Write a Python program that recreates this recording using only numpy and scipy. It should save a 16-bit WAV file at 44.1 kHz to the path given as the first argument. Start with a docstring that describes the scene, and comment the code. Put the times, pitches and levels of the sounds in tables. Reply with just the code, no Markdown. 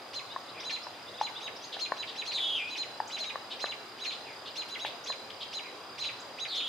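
"""In the trees near a town, blackbirds and robins mob an owl. Their sharp alarm chips have two voices,
one from each side of the bird's voice box. Dry chucks, thin upward zips, husky slurs and two long
buzzy falling whistles join in, all scattered by the leaves. Behind them the town hums and an insect
trills near 5 kHz with its wings. Twigs rustle, and a few short hollow knocks sound close by."""
import sys
import numpy as np
from scipy import signal
from scipy.fft import rfft, irfft
from scipy.io import wavfile
from scipy.ndimage import uniform_filter1d

SR = 44100
rng = np.random.default_rng(int(sys.argv[2]) if len(sys.argv) > 2 else 0)


def unload_wav(signal):
    """Save mono or channel-first audio to the path in sys.argv[1] as 16-bit WAV at rate SR, clipped to [-1, 1]."""
    wavfile.write(
        sys.argv[1],
        SR,
        np.round(np.clip(np.atleast_2d(signal).T, -1, 1) * 32767).astype(np.int16),
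    )


N = 294588


def amp(db):
    """Turns decibels into a gain."""
    return 10 ** (np.asarray(db) / 20)


def unit(x):
    """Scales a signal to an average (rms) size of 1."""
    return x / np.sqrt(np.mean(x ** 2) + 1e-20)


def curve_at(points, hz):
    """Reads between (frequency, value) points on a log-frequency axis."""
    f, value = np.transpose(points)
    return np.interp(np.log(hz + 1), np.log(f), value)


def add(mix, start, sound):
    """Mixes a sound in at a start time in seconds."""
    part = mix[max(round(start * SR), 0):][:len(sound)]
    part += sound[:len(part)]


def play(sounds):
    """Lays (start, sound) pairs on one track."""
    track = np.zeros(N)
    for start, sound in sounds:
        add(track, start, sound)
    return track


def wander(size, hz):
    """A smooth random wobble that moves up to about hz times a second."""
    f = np.fft.rfftfreq(size + SR, 1 / SR)
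    return unit(irfft(rfft(rng.standard_normal(size + SR)) * np.exp(-(f / hz) ** 2)))[:size]


def tone(hz):
    """A pure tone that follows a pitch curve."""
    return np.sqrt(2) * np.sin(2 * np.pi * (np.cumsum(hz) / SR + rng.random()))


def foliage(x, near_db, far_db, near_fade_s=.1885, far_fade_s=.736, shared=.59584):
    """Nearby leaves scatter a quick blur; trees farther off return a faint, longer echo."""
    t = np.arange(SR) / SR
    echoes = np.zeros((2, SR))
    for db, fade_s, rise_s in [(near_db, near_fade_s, .003), (far_db, far_fade_s, .03)]:
        taps = rng.standard_normal((3, SR)) * (rng.random((3, SR)) < 3000 / SR)
        taps = np.sqrt(shared) * taps[2] + np.sqrt(1 - shared) * taps[:2]  # some reach both ears
        taps *= amp(-60 * t / fade_s) * (1 - np.exp(-(t / rise_s) ** 2))
        echoes += amp(db) * taps / np.linalg.norm(taps, axis=1, keepdims=True)
    return x + signal.fftconvolve(x[None], echoes, axes=1)[:, :N]


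# The hum from bass to treble: f/Hz, relative level/dB
HUM_COLOUR = [(25, -41), (42, -41), (62, -34), (115, -7.5), (160, -15.5), (260, -6.5), (500, -2.5),
              (820, -1.5), (1350, -5.5), (2000, -10.5), (3900, -12), (5600, -19.5), (8000, -26),
              (15500, -34.5)]
# How alike the two ears hear it: f/Hz, likeness (1 = the same)
HUM_LIKENESS = [(60, 1), (130, 0.8887), (290, 0.8637), (640, 0.8405), (1410, 0.6295), (3100, 0.3146),
                (6820, 0.08), (15000, 0.02373)]
# Which side is louder: f/Hz, left minus right level/dB
HUM_BALANCE = [(60, 1), (180, 0.5), (550, 1.0), (1650, 0), (4970, 0.5), (15000, -1)]

def town_hum(level_db=-46.5, patch_db=1.5):
    """Far traffic and leaves: soft noise with drifting louder patches, its bass alike in both ears."""
    frames, hz = N // 512 + 5, np.fft.rfftfreq(2048, 1 / SR)
    a, b, c, d, patches = rng.standard_normal((frames, len(hz), 5)).T
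    patches = unit(uniform_filter1d(uniform_filter1d(patches, size=10, axis=0), size=10, axis=1))
    likeness = curve_at(HUM_LIKENESS, hz)[:, None]
    left = a + 1j * b
    right = likeness * left + np.sqrt(1 - likeness ** 2) * (c + 1j * d)
    lean = amp(curve_at(HUM_BALANCE, hz) / 2)[:, None]
    spectra = np.array([left * lean, right / lean])
    spectra *= amp(curve_at(HUM_COLOUR, hz)[:, None] + patch_db * patches)
    return amp(level_db) * unit(signal.istft(spectra, nperseg=2048, noverlap=1536)[1][:, :N])


# One stroke of the insect's wings: t/s, f/Hz, relative level/dB
WING_STROKE = [(0, 4900, -22), (.005, 5020, -5), (.010, 4970, -2), (.015, 4820, -2), (.019, 4690, -4),
               (.025, 4620, -24)]

def insect_trill(strokes_per_s=33.876, level_db=-50.4, flutter_db=1.8, waver=.008):
    """Each wing stroke is a short tone that sags as the wings slow down."""
    at, hz, db = np.transpose(WING_STROKE)
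    strokes = (np.arange(N) / SR + .0085) * strokes_per_s + 1 / 4  # begins partway through a stroke
    t = strokes % 1 / strokes_per_s
    pitch = np.interp(t, at, hz) * (1 + waver * wander(N, 178.86))
    return amp(level_db + np.interp(t, at, db) + flutter_db * wander(N, 25.45)) * tone(pitch)


def rasp(start, length, hz, db, width_hz=650, treble_db=-24):
    """A harsh puff of noise around one pitch, as from a throat or a twig."""
    progress = np.arange(0, 1, 1 / (length * SR))
    size = len(progress)
    f = np.fft.rfftfreq(size, 1 / SR)
    peak = np.exp(-((f - hz) / width_hz) ** 2 / 2)
    treble = amp(treble_db) * np.exp(-((f - 1.3956 * hz) / hz) ** 2)
    noise = unit(irfft(rfft(rng.standard_normal(size)) * (peak + treble), size))
    return start, amp(db) * noise * unit(progress ** .9 * (1 - progress) ** 1.088)


# Rustles in the twigs: t/s, length/s, centre f/Hz, level/dB
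RUSTLES = [(4.683, .015, 9500, -64), (4.76, .058, 10500, -69.5), (4.851, .028, 10490, -64.5)]

def twig_rustles():
    """Dry twigs give brief, high hisses."""
    return play(rasp(*row, width_hz=3306) for row in RUSTLES)


# The tones in a thud: f/Hz, relative level/dB, fade time/s (to 60 dB quieter)
THUD_TONES = [(503, -16.5, 0.01097), (636.35, 1.5, 0.010831), (1518.2, -3.5, 0.010588),
              (1750.6, -4.5, 0.015278)]
# Close knocks: t/s, ring f/Hz, relative ring level/dB, relative thud level/dB
KNOCKS = [(.3615, 1080, -20, -26.5), (.8678, 978, -28.5, -32), (1.2119, 871, -12, -26.5),
          (1.7662, 777, -28, -30), (1.9199, 1057, -16.5, -16.5), (3.0013, 890, -14.5, -23),
          (3.3563, 1141, -22, -23.5), (3.6411, 1189, -23, -17.5), (4.8479, 881, -22.5, -22.5),
          (5.1008, 1059, -25, -26)]

def knock(start, hz, ring_db, thud_db, rise_s=.00086425, ring_s=.025):
    """A soft tap: a short hollow ring over a dead thud."""
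    t = np.arange(SR // 12) / SR
    ring = amp(ring_db - 60 * t / ring_s) * np.sin(2 * np.pi * hz * t)
    thud = sum(amp(thud_db + db - 60 * t / fade_s) * np.cos(2 * np.pi * f * (t - rise_s))
               for f, db, fade_s in THUD_TONES)
    return start, (ring + thud) * (1 - np.exp(-(t / rise_s) ** 2))


# The tone colour of the calls: f/Hz, change in level/dB
CALL_COLOUR = [(1500, -2.5), (2600, .4), (4200, -.7), (5700, 1), (6750, -3), (7600, -0.5), (9200, -7.5),
               (10600, -2.5), (12000, -10.5), (15000, -6)]

def colour_calls(x):
    """Gives the calls their tone colour, with peaks and dips in the treble."""
    return irfft(rfft(x) * amp(curve_at(CALL_COLOUR, np.fft.rfftfreq(N, 1 / SR))), N)


def slide(start, length, from_hz, to_hz, db):
    """A thin sliding call with a weaker voice below it: clear if it rises, husky if it falls."""
    progress = np.arange(0, 1, 1 / (length * SR))
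    shake = .016 if to_hz > from_hz else .08182
    hz = (from_hz + (to_hz - from_hz) * progress) * (1 + shake * wander(len(progress), 728.2))
    return start, amp(db) * unit(np.sin(np.pi * progress)) * (tone(hz) + amp(-11) * tone(.78 * hz))


def far_chatter(calls=10, span_s=1.5):
    """Birds farther off toss in faint slides at random, then fall quiet."""
    return play(slide(.25 + when * span_s, .014 + .05 * length,
                      from_hz=2500 + 1400 * first, to_hz=3300 + 1300 * last, db=-57 - 6 * far)
                for when, length, first, last, far in rng.random((calls, 5)))


# When a distant bird calls: t/s
SLUR_TIMES = [.53, 4.24, 5.611]

def far_slurs():
    """A distant bird repeats one husky falling note."""
    return play(slide(start, length=.1, from_hz=2720, to_hz=1950, db=-53.5) for start in SLUR_TIMES)


# Upward zips: t/s, length/s, starting f/Hz, relative level/dB
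ZIPS = [(.293, .052, 3350, -49), (.481, .026, 3300, -51), (.592, .025, 3000, -48), (.594, .021, 4400, -49),
        (.697, .02, 3400, -43), (.822, .024, 4200, -49.5), (1.065, .04, 3200, -53), (1.13, .04, 3200, -53),
        (1.175, .035, 3150, -49), (1.347, .044, 3200, -45), (1.554, .022, 4200, -51),
        (1.617, .047, 5600, -53), (1.636, .018, 3400, -48.5), (3.073, .015, 5400, -49),
        (5.038, .016, 5000, -48.5), (6.196, .018, 5600, -54)]

def zips():
    """Thin rising calls; the quicker they are, the further they climb."""
    return play(slide(start, length, hz, hz * (1 + .7 * np.exp(-length / .045)), db)
                for start, length, hz, db in ZIPS)


# Dry chucks: t/s, relative level/dB
CHUCKS = [(1.719, -41.5), (2.069, -43.5), (3.502, -42.5), (4.107, -42.5), (4.453, -45), (4.851, -42.5),
          (5.403, -42), (6.03, -40)]

def chucks():
    """Harsh bursts shaped by the bird's throat."""
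    return play(rasp(start, length=.045, hz=3600, db=db) for start, db in CHUCKS)


# Falling whistles: t/s, f/Hz before swoop and sag, relative level/dB, buzz depth/Hz
WHISTLES = [(2.305, 3490, -32, 255), (6.465, 3500, -35, 350)]

def whistle(start, base_hz, db, depth_hz, buzz_hz=300.89, step_at_s=.276, step_s=.011):
    """A note swoops down, sags, then steps lower and fades; a fast buzz shakes its pitch and level."""
    t = np.arange(0, .44, 1 / SR)
    high = base_hz * (1 + .33 * np.exp(-(t / .054) ** 2)) - 1000 * t
    overshoot = .07 * np.exp(-((t - step_at_s) / .035 - 1) ** 2)
    low = base_hz * .725 * (1 - overshoot)
    melody = high + (low - high) / (1 + np.exp((step_at_s - t) / step_s))
    since_step = np.maximum(t - step_at_s + step_s, 0)
    depth = depth_hz * np.exp(-(since_step / .095) ** 2)  # the buzz calms on the lower note
    level = amp(db - 95 * since_step) * np.minimum(t / .05, 1)
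    buzz = tone(buzz_hz * (1 + .0108 * wander(len(t), 40.53))) / np.sqrt(2)
    hz = melody + depth * (buzz + .19 * wander(len(t), 595))
    voice = sum(amp(part_db) * tone(k * hz) for k, part_db in enumerate([0, -26, -30, -39], 1))
    throb = 1 + .1475 * buzz * depth / buzz_hz
    return start, level * throb * voice


# The two birds' voices: climb time factor, pitch droop share, hoarseness of the fall, brightness/dB
BIRD_VOICES = [(1, .03, .065, 0), (1.25, .013, .14, -5)]
# Their habits: relative level/dB of the fall, upper voice level/dB against the lower
BIRD_LEVELS = [(-43, -15.3), (-39.5, -14.5)]
# A chip's climb: t/s from the top (before the time factor), then pitch factor and relative level/dB
# for the lower voice, and the same two for the upper
CHIP_CLIMB = [(-.026, .42, -22, .85, -18), (-.02, .52, -12, .98, 1), (-.012, .74, -7, 1.33, 3),
              (-.005, .92, -6, 1.5, 3)]
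# A chip's fall: t/s after the hold, pitch factor, relative level/dB
CHIP_FALL = [(.005, .74, 0), (.012, .62, 3), (.021, .48, -6), (.028, .41, -24)]
# Alarm chips: t/s at the top of the climb, hold/s, f/Hz, bird (0 or 1), relative level/dB
ALARM_CHIPS = [(.154, .032, 4110, 0, -37), (.654, .039, 3960, 1, -39), (.718, .036, 4100, 0, -36),
               (1.226, .036, 4050, 0, -37.5), (1.428, .041, 3840, 1, -39.5), (1.811, .04, 4140, 0, -34),
               (1.986, .037, 3990, 1, -41), (2.179, .033, 3990, 1, -38), (2.275, .034, 4145, 0, -36),
               (2.339, .034, 3950, 1, -37.5), (2.705, .042, 3980, 1, -42), (2.784, .041, 4120, 0, -35),
               (3.127, .036, 3980, 1, -38), (3.199, .036, 4090, 0, -35.5), (3.254, .041, 3845, 1, -40),
               (3.617, .04, 4055, 0, -36.5), (3.672, .042, 3995, 1, -42), (4.01, .038, 3900, 1, -40.5),
               (4.059, .04, 4115, 0, -36), (4.575, .038, 4105, 0, -36), (4.706, .04, 3995, 1, -41.5),
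               (4.809, .036, 3850, 1, -38), (5.08, .037, 4080, 0, -35.5), (5.546, .039, 4000, 0, -36),
               (6.0, .033, 4035, 0, -36.5), (6.041, .042, 3940, 1, -38), (6.407, .039, 3905, 1, -36),
               (6.567, .029, 4140, 0, -36.5)]

def alarm_chip(top_s, hold, hz, bird, held_db, waver=.007, flutter_db=1.5):
    """Both sides of the voice box climb together, hold and drop; the upper voice fades away first."""
    stretch, droop, rough, bright_db = BIRD_VOICES[bird]
    fall_db, upper_db = BIRD_LEVELS[bird]
    before, low, low_db, high, high_db = np.transpose(CHIP_CLIMB)
    after, drop, drop_db = np.transpose(CHIP_FALL)
    t = np.arange(stretch * before[0], hold + after[-1], 1 / SR)
    # each curve below runs through climb, hold and fall
    times = np.r_[stretch * before, hold * np.array([.06, .3, .75, 1]), hold + after]
    lower_hold = 1 + droop * np.array([.9, 1, -.5, -1])
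    upper_hold = 6733.5 * np.sqrt(hz / 4070) * np.array([.97, 1.01, 1, .99])
    lower = np.interp(t, times, hz * np.r_[low, lower_hold, drop])
    upper = np.interp(t, times, np.r_[hz * high, upper_hold, 6733.5 * np.sqrt(drop)])
    # hoarse at first, pure while it holds, hoarse again as it drops
    hoarse = rough * np.clip((t - hold) / .0113, 0, 1) + .04 * np.clip(t / t[0], 0, 1)
    for pitch in (lower, upper):
        pitch *= 1 + waver * wander(len(t), 251.96) + hoarse * wander(len(t), 701.55)
    lower_level = np.interp(t, times, np.r_[held_db + np.r_[low_db, -3, .5, 1.5, -1.5], fall_db + drop_db])
    upper_shape = np.interp(t, times, np.r_[high_db + bright_db, 1, 1.5, -1.5, -3, drop_db - 16])
    lower_gain = amp(lower_level + flutter_db * wander(len(t), 180))
    upper_gain = amp(held_db + upper_db + upper_shape + flutter_db * wander(len(t), 180))
    push = amp(bright_db) * np.exp(-(t / .018675) ** 2)  # hardest at the top, where overtones show
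    overtones = amp(-24) * tone(2 * lower) + amp(-23) * tone(3 * lower)
    voices = lower_gain * (tone(lower) + push * overtones) + upper_gain * tone(upper)
    # the voices shake each other, adding faint tones at their sum and difference
    holding = np.interp(t, [-.006, .004, hold, hold + .004], [0, 1, 1, 0])
    voices += upper_gain * amp(-15) * (tone(lower + upper) + holding * tone(upper - lower))
    _, scrape = rasp(0, length=.03803, hz=hz, db=bright_db - 49, width_hz=1051.2, treble_db=-14.5)
    add(voices, 0, scrape)
    return top_s + t[0], voices


def scene():
    """Sends the calls, twigs, knocks and insect through the leaves and lays them over the hum."""
    chips = colour_calls(amp(-1.6) * play(alarm_chip(*row) for row in ALARM_CHIPS))
    chips = foliage(chips, near_db=-2, far_db=-7.5, near_fade_s=.14, far_fade_s=.75, shared=.1)
    chips *= amp([[-.4], [.4]])  # left and right, in dB
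    whistles = colour_calls(amp(-2) * play(whistle(*row) for row in WHISTLES))
    whistles = foliage(whistles, near_db=-3, far_db=-10)
    calls = chucks() + zips() + far_slurs() + far_chatter()
    twig_tick = play([rasp(start=5.303, length=.006, hz=3077, db=-42)])
    small_sounds = colour_calls(amp(.5) * (calls + twig_tick))
    small_sounds = foliage(small_sounds, near_db=-2, far_db=-7, shared=.3196)
    rustles = foliage(twig_rustles(), near_db=-1.5, far_db=-11.5, shared=.1001)
    knocks = foliage(play(knock(*row) for row in KNOCKS), near_db=-13, far_db=-14.5)
    # cuts the bass below 200 Hz, so the knocks sound light
    bass_cut = signal.butter(2, 200, "highpass", fs=SR, output="sos")
    knocks = signal.sosfilt(bass_cut, knocks) * amp([[1.3], [-1.4]])
    insect = foliage(insect_trill(), near_db=-5, far_db=-11.5, shared=.1) * amp([[-1.2], [.8]])
    return town_hum() + insect + rustles + knocks + small_sounds + whistles + chips


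def record(dry):
    """Cuts the highest treble, above 15.7 kHz."""
    treble_cut = signal.firwin(511, 15700, window=("kaiser", 9), fs=SR)
    return signal.oaconvolve(dry, treble_cut[None], "same")


dry = scene()
out = record(dry)
unload_wav(out)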